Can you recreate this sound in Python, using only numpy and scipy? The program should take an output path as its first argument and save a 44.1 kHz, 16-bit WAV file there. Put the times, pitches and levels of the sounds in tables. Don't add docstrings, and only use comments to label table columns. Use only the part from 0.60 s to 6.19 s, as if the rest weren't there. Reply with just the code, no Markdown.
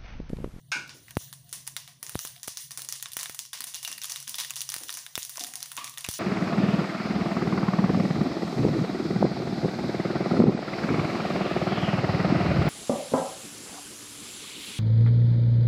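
import sys
import numpy as np
from scipy import signal
from scipy.fft import rfft, irfft
from scipy.io import wavfile
from scipy.ndimage import uniform_filter1d

SR = 44100
rng = np.random.default_rng(int(sys.argv[2]) if len(sys.argv) > 2 else 0)


def voltage_ratio(decibels):
    exponent = np.asarray(decibels, float) / 20
    return 10 ** exponent


def pcm_store(signal):
    levels = np.round(np.clip(np.atleast_2d(signal), -1, 1) * 32767)
    wavfile.write(sys.argv[1], SR, levels.astype(np.int16).T)


N = 246519

# (pitch_hz, bright snap in dB against the peak)
DULL, LOW, MID, UPPER, HIGH = (2690, -0.5), (3780, -4), (5920, -4.5), (6780, -2.2), (9460, -2.8)
# (start_s, peak_db, body_db against peak, wash_db of steam and echo
# against peak, snap_db against its kind)
DULL_POPS = [
    (0.4826, -44, -1, -5.5, -20),
    (0.5707, -37.5, -28, -7, 10.5),
    (1.5548, -46.5, -6, -26, 18),
    (3.3823, -35, -9, -25, 0),
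    (4.5779, -27.5, -12.5, -5, 3.5),
    (4.78, -39, 3.5, -9, 5),
    (5.4473, -20, -3.5, -18, -15),
]
LOW_POPS = [(0.2932, -37.5, -8.5, 1.5, -16), (1.1657, -19.5, -11, -11.5, 0), (1.277, -36, -6.5, -5.5, 0.5),
            (2.458, -25, -8.5, -12.5, -16), (2.6583, -26, -4.5, -22, -8), (2.9313, -25, -9, -2.5, -1.5),
            (3.04, -28, -7, -21.5, 3), (3.1562, -28, -16, -2.5, 1.5), (3.2491, -19, -40, -13, -2.5),
            (3.56, -21.5, -14.5, -9.5, -2), (3.7435, -22, -14, -10, -24), (3.7838, -23, -12, 1.5, -1),
            (4.2934, -22.5, -7, -11.5, -26), (4.4645, -28, -5, -16, 2), (4.5544, -16.5, -17, -17.5, -6),
            (4.809, -21.5, -9.5, -22, -10), (5.1773, -29.5, 0, -5, -4), (5.375, -28.5, -3.5, -10, -3)]
MID_POPS = [(1.5914, -22, -11.5, -18, 2), (1.881, -23.5, -16, -6.5, 1.5), (1.972, -21, -16.5, -9.5, -0.5),
            (2.117, -28, -44, -12, -1), (2.3246, -20, -13.5, -10.5, 0.5), (3.2767, -22.5, -7.5, -8, -1),
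            (3.417, -27, -11.5, -5.5, -4), (3.678, -26, -12, -5, 2), (3.958, -25, -32, -4, -1),
            (4.0068, -20.5, -14.5, -13, -4), (4.0906, -20.5, -16, -11.5, -4), (4.1198, -24.5, -9.5, -6, -2),
            (4.65, -28.5, -19.5, -10, 5), (4.758, -40, -1, -3.5, 1), (4.772, -22, -16, -39, -4),
            (4.795, -25.5, -19, -2, 0.5), (4.838, -19, -14, -23, 0), (5.028, -22, -13, -11.5, -1.5),
            (5.539, -23.5, -21, -4.5, -5)]
UPPER_POPS = [(1.4656, -29, -11, -8.5, -2), (1.6511, -27, -6, -11.5, 3), (1.8317, -26.5, -14, -10.5, 1),
              (2.1938, -33.5, -2, -30, 4), (2.2881, -20, -17.5, -10.5, -1.5),
              (2.4263, -21.5, -10.5, -13.5, 0.5), (2.5903, -24.5, -8.5, -3.5, -5),
              (2.7914, -19, -18, -12, -0.5), (3.1446, -22, -22, -25, -3.5), (3.4437, -19.5, -14.5, -11, -7),
              (3.4978, -25.5, -13.5, -1.5, -2), (3.9065, -22.5, -6, -17, 1), (4.3406, -26, -17, -9, 0),
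              (4.3719, -26.5, -9.5, -5.5, 0), (4.6299, -23, -54.5, -11, -2.5),
              (4.9375, -27.5, -6.5, -20, 2), (5.1672, -25, -12, -12, 3), (5.2436, -22, -11.5, -10.5, -0.5),
              (5.3825, -25.5, -13, -10, -1)]
HIGH_POPS = [(0.508, -32, -3, -24, -2), (0.728, -27, -10.5, -18.5, 2), (0.928, -21, -15.5, -7.5, -1),
             (1.076, -21.5, -13.5, -16, 0), (1.429, -20, -13.5, -15, 0.5), (1.4946, -22.5, -10, -16, 1.5),
             (2.1082, -27.5, -9, -9, 0), (2.1746, -22.5, -13.5, -7.5, 0), (2.355, -29.5, -35.5, -4, -3),
             (2.5681, -17, -12, -14, 2), (2.631, -18, -14.5, -12, -3), (2.6963, -25.5, -6, -14.5, 2),
             (2.7462, -28.5, -11, -11, 2.5), (3.0061, -20, -9.5, -14.5, -0.5),
             (3.0688, -31.5, -15.5, 2, -2), (3.2292, -25, -13.5, -7, -0.5), (3.316, -24, -8, -12.5, -2),
             (3.436, -24, -33, -23, -1), (3.6023, -28, -16, -10.5, -1), (3.694, -23, -33.5, -12.5, 4),
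             (3.9656, -23, -12, -9.5, 0), (4.101, -22, -24, -25, 0), (4.1412, -15.5, -8.5, -16.5, -1),
             (4.164, -20.5, -31, -26, -2), (4.2353, -25.5, -13.5, -15, 0), (4.6948, -26, -13, -10, 3),
             (4.868, -28, -12, -5.5, 0), (4.9557, -19.5, -17, -11.5, -5), (5.1175, -26, -5, -13.5, 2.5),
             (5.4882, -18, -18.5, -10, -3)]
# (start_s, peak_db)
LOW_TICKS = [(1.548, -30), (1.7639, -40), (2.399, -49.5), (2.61, -28.5), (2.409, -40), (3.1386, -33.5),
             (3.4256, -31), (3.8008, -18.5), (3.8355, -29.5), (3.8477, -25), (3.898, -27.5), (3.9369, -31),
             (4.39, -49.5), (4.6223, -30.5), (4.846, -25.5), (5.3398, -38.5), (5.4432, -26), (5.4636, -31)]
MID_TICKS = [(0.277, -41), (0.554, -41), (1.5365, -40.5), (1.844, -34), (2.597, -28), (2.8523, -33.5),
             (2.861, -38), (2.9755, -31.5), (2.989, -35), (3.1502, -25.5), (3.3274, -25), (3.496, -29),
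             (3.5208, -21), (3.6273, -31), (3.807, -28), (4.285, -30), (4.3509, -27), (4.3042, -25.5),
             (5.005, -29.5), (5.2774, -32.5)]
HIGH_TICKS = [(0.7364, -32.5), (0.893, -40), (0.913, -44), (1.0682, -29), (1.562, -31.5), (1.6732, -24.5),
              (1.8762, -25.5), (2.205, -32), (2.219, -24), (2.248, -29), (2.4856, -36), (2.5185, -27),
              (2.5335, -24.5), (2.5405, -45), (2.601, -27), (3.0418, -23.5), (3.3795, -28.5),
              (3.455, -24.5), (3.7547, -23), (4.0169, -19.5), (4.183, -25), (4.2424, -37), (4.3265, -24),
              (5.0586, -29), (5.1538, -37), (5.251, -45), (5.2953, -26), (5.4082, -27.5), (5.5126, -24.5),
              (5.53, -27)]
TICK_BODY_DB, TICK_WASH_DB = -17.5, -14.5


def bursts():
    rows = []
    pop_kinds = [(DULL, DULL_POPS), (LOW, LOW_POPS), (MID, MID_POPS), (UPPER, UPPER_POPS), (HIGH, HIGH_POPS)]
    for (hz, snap_db), pops in pop_kinds:
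        for s, db, body_db, wash_db, *own_db in pops:
            rows.append((s, db, hz, body_db, snap_db + sum(own_db), wash_db))
    for (hz, snap_db), ticks in [(LOW, LOW_TICKS), (MID, MID_TICKS), (HIGH, HIGH_TICKS)]:
        rows += [(s, db, hz, TICK_BODY_DB, snap_db, TICK_WASH_DB) for s, db in ticks]
    return np.transpose(rows)


RING_STRAY = 0.02
STRONG_SNAP_DB = -27
BOWL_ECHO_S, BOWL_ECHO_DB = 0.0075, -12


def cracks(seeds, ring_cycles=24.0, split_t60=0.0015, bowl_t60=0.023, bowl_db=-8.5, spit_db=0.0):
    s, db, hz, body_db, snap_db, wash_db = seeds[:, :, None]
    hz = hz * (1 + RING_STRAY * rng.standard_normal(hz.shape))
    size = 1200
    t, out = np.arange(size) / SR, np.zeros(N + size)
    noise = rng.standard_normal((len(s), size))
    spit = noise * (voltage_ratio(-60 * t / split_t60) + voltage_ratio(bowl_db - 60 * t / bowl_t60))
    spit[:, 0] += 2.5
    ring = np.sin(2 * np.pi * hz * t) * voltage_ratio(-60 * t * np.maximum(hz, 4000) / ring_cycles)
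    body = band(spit, 986.0, 3510.0)
    snap = voltage_ratio(0.5) * band(spit, 9740, 13336) + voltage_ratio(-0.5) * band(spit, 13800, 21500)
    shapes = peak_one(ring)
    shapes += voltage_ratio(spit_db) * peak_one(band(spit, 2855.0, 7800.0))
    shapes += voltage_ratio(body_db + 4.0) * peak_one(body)
    shapes += voltage_ratio(snap_db + 8.5) * peak_one(snap)
    shapes = np.where(db + snap_db > STRONG_SNAP_DB, shapes, steady_cut(shapes))
    shapes = signal.sosfilt(signal.butter(3, 800, "high", fs=SR, output="sos"), shapes)
    for i, shape in zip((s[:, 0] * SR).astype(int), voltage_ratio(db) * shapes):
        out[i:i + size] += shape
    lag = int(BOWL_ECHO_S * SR)
    echo = np.concatenate([np.zeros(lag), band(out, 850, 10380)[:N - lag]])
    return out[:N] + voltage_ratio(BOWL_ECHO_DB) * echo


# (pitch_hz, width_hz, level_db)
BOWL = [
    (699.6, 15, 5),
    (1148, 11, -13),
    (1866, 73, -4),
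    (2870, 86, -1.5),
    (3493, 80, -5.5),
    (5900, 124, -7),
    (9560, 250, -7),
]


def bowl(x):
    return x + sum(voltage_ratio(db) * resonance(x, hz, width_hz) for hz, width_hz, db in BOWL)


# (pitch_hz, t60_s to fall by 60 dB)
KITCHEN = [(1000, 0.32), (4000, 0.42), (12000, 0.32)]
GRIT_SIGMA, GRIT_DB = 2.6, 12


def wash(follow=0.85):
    s, db, ring_hz, body_db, snap_db, wash_db = bursts()
    white, out = rng.standard_normal((2, N)), 0
    grit = np.sign(white) * np.maximum(np.abs(white) - GRIT_SIGMA, 0)
    white = rms_one(white + voltage_ratio(GRIT_DB) * grit)
    edges = 500 * 2 ** np.arange(0, 5.3, .5)
    for k, (low, high) in enumerate(zip(edges, edges[1:])):
        hz = np.sqrt(low * high)
        tint = np.interp(np.log(hz), np.log([1800, 3500]), [1, 0]) * (body_db - np.mean(body_db))
        tint += np.interp(np.log(hz), np.log([6000, 10000]), [0, 1]) * (snap_db - np.mean(snap_db))
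        near = 4.13 * np.exp(-(np.log(hz / ring_hz) / 0.5) ** 2)
        level_db = db + np.minimum(wash_db, 3.0) - 5.0 + follow * tint + near
        out = out + band(white[k % 2], low, high) * dying(s, level_db, at_hz(KITCHEN, hz), 0.0002955)
    return out


# (start_s, peak_db, pitch_hz)
SPATTER = [(0.294, -32, 4830), (0.4962, -50, 1847), (0.5004, -49, 4928), (0.5745, -40, 9640),
           (0.8639, -55.5, 4606), (0.9025, -42, 10300), (1.0108, -47, 6110), (1.0716, -37, 5610),
           (1.333, -47, 9834), (1.52, -31, 10730), (1.5435, -44, 4674), (1.577, -33.5, 9550),
           (1.7615, -43.5, 2229), (1.779, -43, 3423), (1.7978, -42, 5698), (1.8553, -42, 5866),
           (2.2013, -39.5, 10310), (2.2048, -42, 9610), (2.3549, -28, 8774), (2.3628, -32.5, 6855),
           (2.3993, -34, 4690), (2.5262, -35.5, 9520), (2.5607, -51, 5920), (2.5652, -42, 10160),
           (2.724, -36, 6765), (2.9044, -50, 6250), (3.02, -27, 4830), (3.4845, -32, 6200),
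           (3.5177, -28, 9587), (3.556, -30.5, 9800), (3.674, -31, 3463), (3.7949, -30.5, 4013),
           (3.8094, -20, 5904), (3.976, -28, 5890), (3.9979, -32, 5848), (4.2044, -28, 10100),
           (4.3898, -28.5, 5575), (4.758, -26, 9614), (4.8672, -32.5, 9260), (5.0233, -32, 4350),
           (5.0587, -32, 10590), (5.1038, -42, 6706), (5.1313, -35, 10460), (5.2713, -32.5, 3662),
           (5.3198, -40.5, 6796), (3.7437, -22.5, 5860), (3.7883, -28, 10200), (3.801, -27, 5900),
           (3.9068, -25, 2650), (3.9068, -33, 9300), (4.5548, -24.5, 6000), (4.846, -33, 5500),
           (5.2773, -32, 2290), (5.4642, -28, 2600), (5.539, -33, 4970), (0.68, -49, 1700),
           (3.23, -31, 11500), (3.4848, -33, 11500), (5.0594, -28, 11000), (3.3823, -31, 4600)]
# (start_s, peak_db)
HUSKS = [(0.927, -33), (1.1656, -39), (1.428, -30), (1.5532, -34), (1.8311, -35), (1.88, -28),
         (2.4257, -34), (2.5676, -32), (2.9336, -34), (3.4165, -26), (3.6774, -30), (3.9648, -27),
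         (4.302, -29), (4.6946, -33), (4.8662, -32), (5.1166, -35), (5.4873, -37)]
HUSK_HZ = 14900
SPATTER_BODY_DB, SPATTER_SNAP_DB = -15.5, -13


def spatter():
    s, db, hz = np.transpose(SPATTER + [(s, db, HUSK_HZ) for s, db in HUSKS])
    seeds = np.array([s, db, hz, 0 * s + SPATTER_BODY_DB, 0 * s + SPATTER_SNAP_DB, 0 * s])
    return cracks(seeds, spit_db=-5.0)


def fizz(level_db, per_s=2500.0, spread_db=4.0, patchy_db=1.5):
    sizes = voltage_ratio(spread_db * np.minimum(rng.exponential(1, N), 5)) * rng.choice([-1, 1], N)
    grains = sizes * (rng.random(N) < per_s / SR)
    hiss = rms_one(grains) + 1.97 * rng.standard_normal(N)
    edges = [500, 1100, 2400, 5000, 8000, 12000, 18000]
    patches = sum(band(hiss, low, high) * voltage_ratio(patchy_db * drift(19.0)) for low, high in zip(edges, edges[1:]))
    return voltage_ratio(level_db) * rms_one(patches)


# (start_s, level_db)
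OIL = [(0.0, -60), (0.3, -63), (0.45, -60), (0.65, -53), (0.82, -56.5), (0.95, -51.5), (1.35, -64),
       (1.6, -42.5), (2.2, -68), (2.8, -65), (3.5, -54), (4.3, -49), (5.59, -53)]


def oil_fizz():
    return fizz(np.interp(np.arange(N) / SR, *np.transpose(OIL)))


# (start_s, level_db, length_s)
JETS = [(0.332, -50, 0.04726), (0.416, -50, 0.099), (0.584, -38.5, 0.051), (1.582, -36.5, 0.064),
        (1.99, -36, 0.03385), (2.63, -44, 0.0699), (3.794, -45, 0.072), (4.197, -40.5, 0.12),
        (4.379, -52, 0.0526), (4.577, -36, 0.02706), (4.715, -42.5, 0.0378), (5.053, -45.5, 0.043),
        (5.505, -36, 0.081)]
JET_T60_S, JET_RISE_S, JET_LOW_HZ = 0.32, 0.01, 2473


def jets():
    t, power = np.arange(N) / SR, 1e-20
    for s, db, length_s in JETS:
        swell = 1 - np.exp(-np.maximum(t - s, 0) / JET_RISE_S)
        release_db = -60 * np.clip(t - s - length_s, 0, 2) / JET_T60_S
        power = power + (swell * voltage_ratio(db + release_db)) ** 2
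    high_pass = signal.butter(2, JET_LOW_HZ, "high", fs=SR, output="sos")
    return signal.sosfilt(high_pass, fizz(10 * np.log10(power)))


# (pitch_hz, level_db per Hz)
MIC = [(240, -42.5), (400, -12.5), (781, -12.5), (1030, -1), (1310, -9.5), (1960, -4), (2290, -4.5),
       (3590, -2.5), (4130, -1.5), (5820, 2.5), (8060, -3), (9570, 1.5), (13500, -12), (15000, 4),
       (16500, 7)]


def through_microphone(x):
    gain = np.sqrt(np.mean(voltage_ratio(2 * at_hz(MIC, np.arange(10, SR / 2)))))
    return colour(x, MIC) / gain


# (start_s, push_db, fall-back in ms)
THUMPS = [
    (0.5697, -7.5, 0.89),
    (1.5548, -12.5, 0.95),
    (1.6507, -11, 0.075),
    (1.88, -9, 0.11),
    (2.5684, -16, 0.14),
    (2.697, -17.5, 0.13),
    (4.164, -6, 0.0454),
    (4.5782, -9.5, 0.15),
    (5.488, -20, 1.65),
]
PUSH_SIGN = [-1, -1, 1, 1, 1, 1, 1, 1, 1]
MIC_LOW_HZ, MIC_LOW_DAMP = 86.86, 0.46


def thumps():
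    t, out = np.arange(2000) / SR, np.zeros(N + 2000)
    for (s, push_db, fall_ms), sign in zip(THUMPS, PUSH_SIGN):
        step = np.exp(-t * 1000 / max(fall_ms, .05)) * (1 - np.exp(-t / .00005)) ** 2
        i = int(s * SR)
        out[i:i + len(t)] += sign * voltage_ratio(push_db) * step
    w = 2 * np.pi * MIC_LOW_HZ
    b, a = signal.bilinear([1, 0, 0], [1, 2 * w * MIC_LOW_DAMP, w ** 2], SR)
    return signal.lfilter(b, a, out)[:N]


# (start_s, level_db, t60_s to fall by
# 60 dB)
KNOCKS = [(0.1175, -26, 0.39), (0.154, -47.5, 0.63), (0.347, -57.5, 0.5), (2.178, -57, 0.64),
          (3.0, -60, 0.5282), (3.16, -54.5, 0.2), (3.25, -43.5, 0.65), (3.299, -60, 0.4),
          (4.207, -52.5, 0.4893), (4.804, -51.5, 0.6864), (5.175, -37.5, 0.5), (0.606, -58, 0.2),
          (1.427, -58.5, 0.7), (2.79, -71, 0.7), (3.67, -66, 0.9854), (3.9, -75, 0.4)]
# (pitch_hz, width_hz, level_db)
KNOCK_TONES = [
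    [(850, 20, -17.5), (970, 25, -18.5), (1404, 220, -6), (1530, 120, -6), (1750, 250, -17),
     (2130, 99, -12.5), (2360, 230, -3.5), (2834, 110, -12), (2850, 18, -13.5), (3670, 880, -8.5),
     (4800, 1800, -6.5), (6640, 360, -12.5), (7300, 1500, -19.5)],
    [(264, 120, 0)],
    [(280, 147.2, 0)],
    [(316.4, 620, 0.0002)],
    [(220, 43, 0)],
    [(2810, 58, 0.0045)],
    [(2807, 74, 0)],
    [(240.94, 200, 0)],
    [(270, 60, -1.37), (545, 640, -1.688)],
    [(750, 45, 1.914), (243, 44.18, -2.1)],
    [(1161, 75.95, -3), (931.1, 73.4, -15), (2559.5, 1187, -2.5), (231, 35, -18.5)],
    [(800, 810, 0)],
    [(456.7, 610, 0)],
    [(209.7, 40, 0.00025)],
    [(224.87, 24, 0)],
    [(209.8, 53.7, 0)],
]


def knocks():
    out = np.zeros(N)
    for (s, db, t60), tones in zip(KNOCKS, KNOCK_TONES):
        envelope = dying([s], np.array([db]), t60, 0.0002036) + dying([s], np.array([db - 6.0]), 0.042, 0.00062)
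        echo = rng.standard_normal(N) * envelope
        echo += strikes([s], voltage_ratio(db + 17.0))
        for k, (hz, width_hz, tone_db) in enumerate(tones):
            level = (-1) ** k * voltage_ratio(tone_db) * np.sqrt(SR / width_hz / 4)
            out += level * resonance(echo, hz, width_hz)
    return signal.sosfilt(signal.butter(2, 9500, fs=SR, output="sos"), out)


# (start_s,
# pitch_hz, level_db, t60_s, rise_s)
RINGS = [(0.1176, 1444, -34, 0.4, 0.0031), (0.1178, 1486, -28.5, 0.37, 0.0065),
         (0.1176, 1560, -31, 0.32, 0.00592), (0.1176, 1617, -35, 0.3267, 0.002986),
         (0.1176, 2230, -34, 0.1967, 0.0026), (0.117, 2365, -41, 0.323, 0.00396),
         (0.1176, 2272, -37, .25, .004), (0.1176, 6470, -40, .1, .002), (0.118, 2440, -42, 0.289, .004),
         (0.1176, 2650, -43, 0.3207, .004), (0.1176, 5100, -40, 0.31, .003),
         (0.84, 702, -61.5, 0.4166, 0.02026), (1.276, 714, -58, 0.1774, 0.00522),
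         (1.762, 706, -53, 0.1216, 0.00463), (3.158, 2860, -48, 0.4176, 0.0123),
         (3.25, 2870, -34, 0.087, 0.001636), (4.81, 705, -35, 0.13, 0.00722),
         (4.88, 716, -56.5, 0.43, 0.01867), (5.177, 1137, -30.5, 0.12, 0.00396),
         (5.235, 1133, -41, 0.27, 0.02), (0.482, 2014, -46, 0.02694, 0.00044),
         (0.728, 1750, -46, 0.02623, 0.00059), (0.925, 360.2, -49.5, 0.029, 0.000823),
         (3.35, 204, -57, 0.32, 0.01653), (3.379, 1860, -37.5, 0.02, 0.000492),
         (3.8472, 1870, -27.5, 0.014, 0.000484), (4.465, 1720, -39, 0.02131, 0.000694),
         (4.779, 1010, -28, 0.016, 0.000752), (4.779, 670, -37, 0.031, 0.00061)]


def rings():
    t, out = np.arange(SR // 2) / SR, np.zeros(N + SR)
    for s, hz, db, t60, rise_s in RINGS:
        i = int(s * SR)
        envelope = voltage_ratio(db - 60 * t / t60) * (1 - np.exp(-t / rise_s))
        out[i:i + len(t)] += envelope * np.sin(2 * np.pi * hz * t)
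    return out[:N]


# (start_s, level_db)
FAN = [(0.0, -54.5), (0.35, -60), (0.7, -56), (1.1, -59), (1.35, -62), (1.75, -62), (1.92, -74),
       (2.05, -61.5), (2.35, -64), (2.75, -65.5), (2.95, -76.5), (3.25, -68.5), (3.52, -70.5), (3.6, -62),
       (3.75, -66.5), (4.1, -63), (4.3, -76), (4.45, -68), (4.75, -71.5), (5.1, -67.5), (5.59, -64.5)]
# (pitch_hz, level_db per Hz)
QUIET = [(18, -85), (30, -13), (48, -6.5), (135, 12), (327, -13.5), (477, -23.5), (695, -14), (779, -41),
         (1010, -17), (1500, -30), (1950, -37.5), (3300, -120)]


def fan():
    level_db = np.interp(np.arange(N) / SR, *np.transpose(FAN))
    hum = rms_one(resonance(resonance(rng.standard_normal(N), 133.0, 9.268), 147.4, 43.0))
    hum = rms_one(hum / np.sqrt(1.2 + np.abs(uniform_filter1d(hum ** 2, size=3000))))
    air = rms_one(colour(rng.standard_normal(N), QUIET))
    low, high = band(air, 20, 200), band(air, 200, 2500)
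    air = low * voltage_ratio(2.0 * drift(4.0)) + high * voltage_ratio(3.0 * drift(5.0))
    return voltage_ratio(level_db) * hum + voltage_ratio(uniform_filter1d(level_db, size=SR) - 0.5) * air


def rms_one(x):
    return x / np.sqrt(np.mean(x ** 2) + 1e-20)


def peak_one(rows):
    return rows / np.abs(rows).max(axis=1, keepdims=True)


def at_hz(points, hz):
    table = np.array(points)
    return np.interp(np.log(hz), np.log(table[:, 0]), table[:, 1])


def colour(x, points, size=8192):
    hz = np.maximum(np.arange(size // 2 + 1) * SR / size, 1)
    cep = irfft(np.log(voltage_ratio(at_hz(points, hz))))
    cep[1:size // 2] *= 2
    cep[size // 2 + 1:] = 0
    return signal.fftconvolve(x, irfft(np.exp(rfft(cep))))[:N]


def band(x, low_hz, high_hz):
    return signal.sosfilt(signal.butter(2, [low_hz, high_hz], "band", fs=SR, output="sos"), x)


def steady_cut(x):
    return signal.sosfilt(signal.cheby2(12, 45, 15750, fs=SR, output="sos"), x)


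def resonance(x, hz, width_hz):
    r = np.exp(-np.pi * width_hz / SR)
    b = np.array([1, 0, -1]) * (1 - r * r) / 2
    return signal.lfilter(b, [1, -2 * r * np.cos(2 * np.pi * hz / SR), r * r], x)


def strikes(s, heights):
    out = np.full(N, 1e-18)
    np.add.at(out, np.minimum((np.asarray(s) * SR).astype(int), N - 1), heights)
    return out


def dying(s, db, t60, rise_s):
    r, q = voltage_ratio(-120 / (t60 * SR)), np.exp(-1 / (rise_s * SR))
    decay = signal.lfilter([1], [1, -r], strikes(s, voltage_ratio(2 * db)))
    return np.sqrt(signal.lfilter([1 - q], [1, -q], decay))


def drift(rate):
    r = np.exp(-80 * np.pi * rate / SR)
    slow = signal.lfilter([1], [1, -2 * r, r * r], rng.standard_normal(N // 40 + 2002))[2000:]
    return np.interp(np.arange(N) / 40, np.arange(len(slow)), rms_one(slow))


def scene():
    oil = through_microphone(wash() + oil_fizz() + jets())
    pan = bowl(cracks(bursts()) + steady_cut(oil)) + thumps()
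    return (pan + spatter() + knocks() + rings() + fan())[None]


# (pitch_hz, level_db per cell)
DUCK = [(300, -120), (900, -95), (2000, -97.5), (4000, -112)]


def suppress(x, size=1024):
    hz, _, cells = signal.stft(x, SR, nperseg=size)
    power = uniform_filter1d(uniform_filter1d(np.abs(cells) ** 2, size=5, axis=1), size=3, axis=2)
    noise = voltage_ratio(2 * at_hz(DUCK, np.maximum(hz, 1)))[:, None]
    return signal.istft(cells * power / (power + noise), SR, nperseg=size)[1][:, :N]


def band_limit(x):
    return signal.sosfilt(signal.butter(12, 16800, fs=SR, output="sos"), x)


def record(dry):
    mix = signal.sosfilt(signal.cheby2(10, 60, 16900, fs=SR, output="sos"), suppress(dry))
    return band_limit(mix)


dry = scene()
out = record(dry)
pcm_store(out)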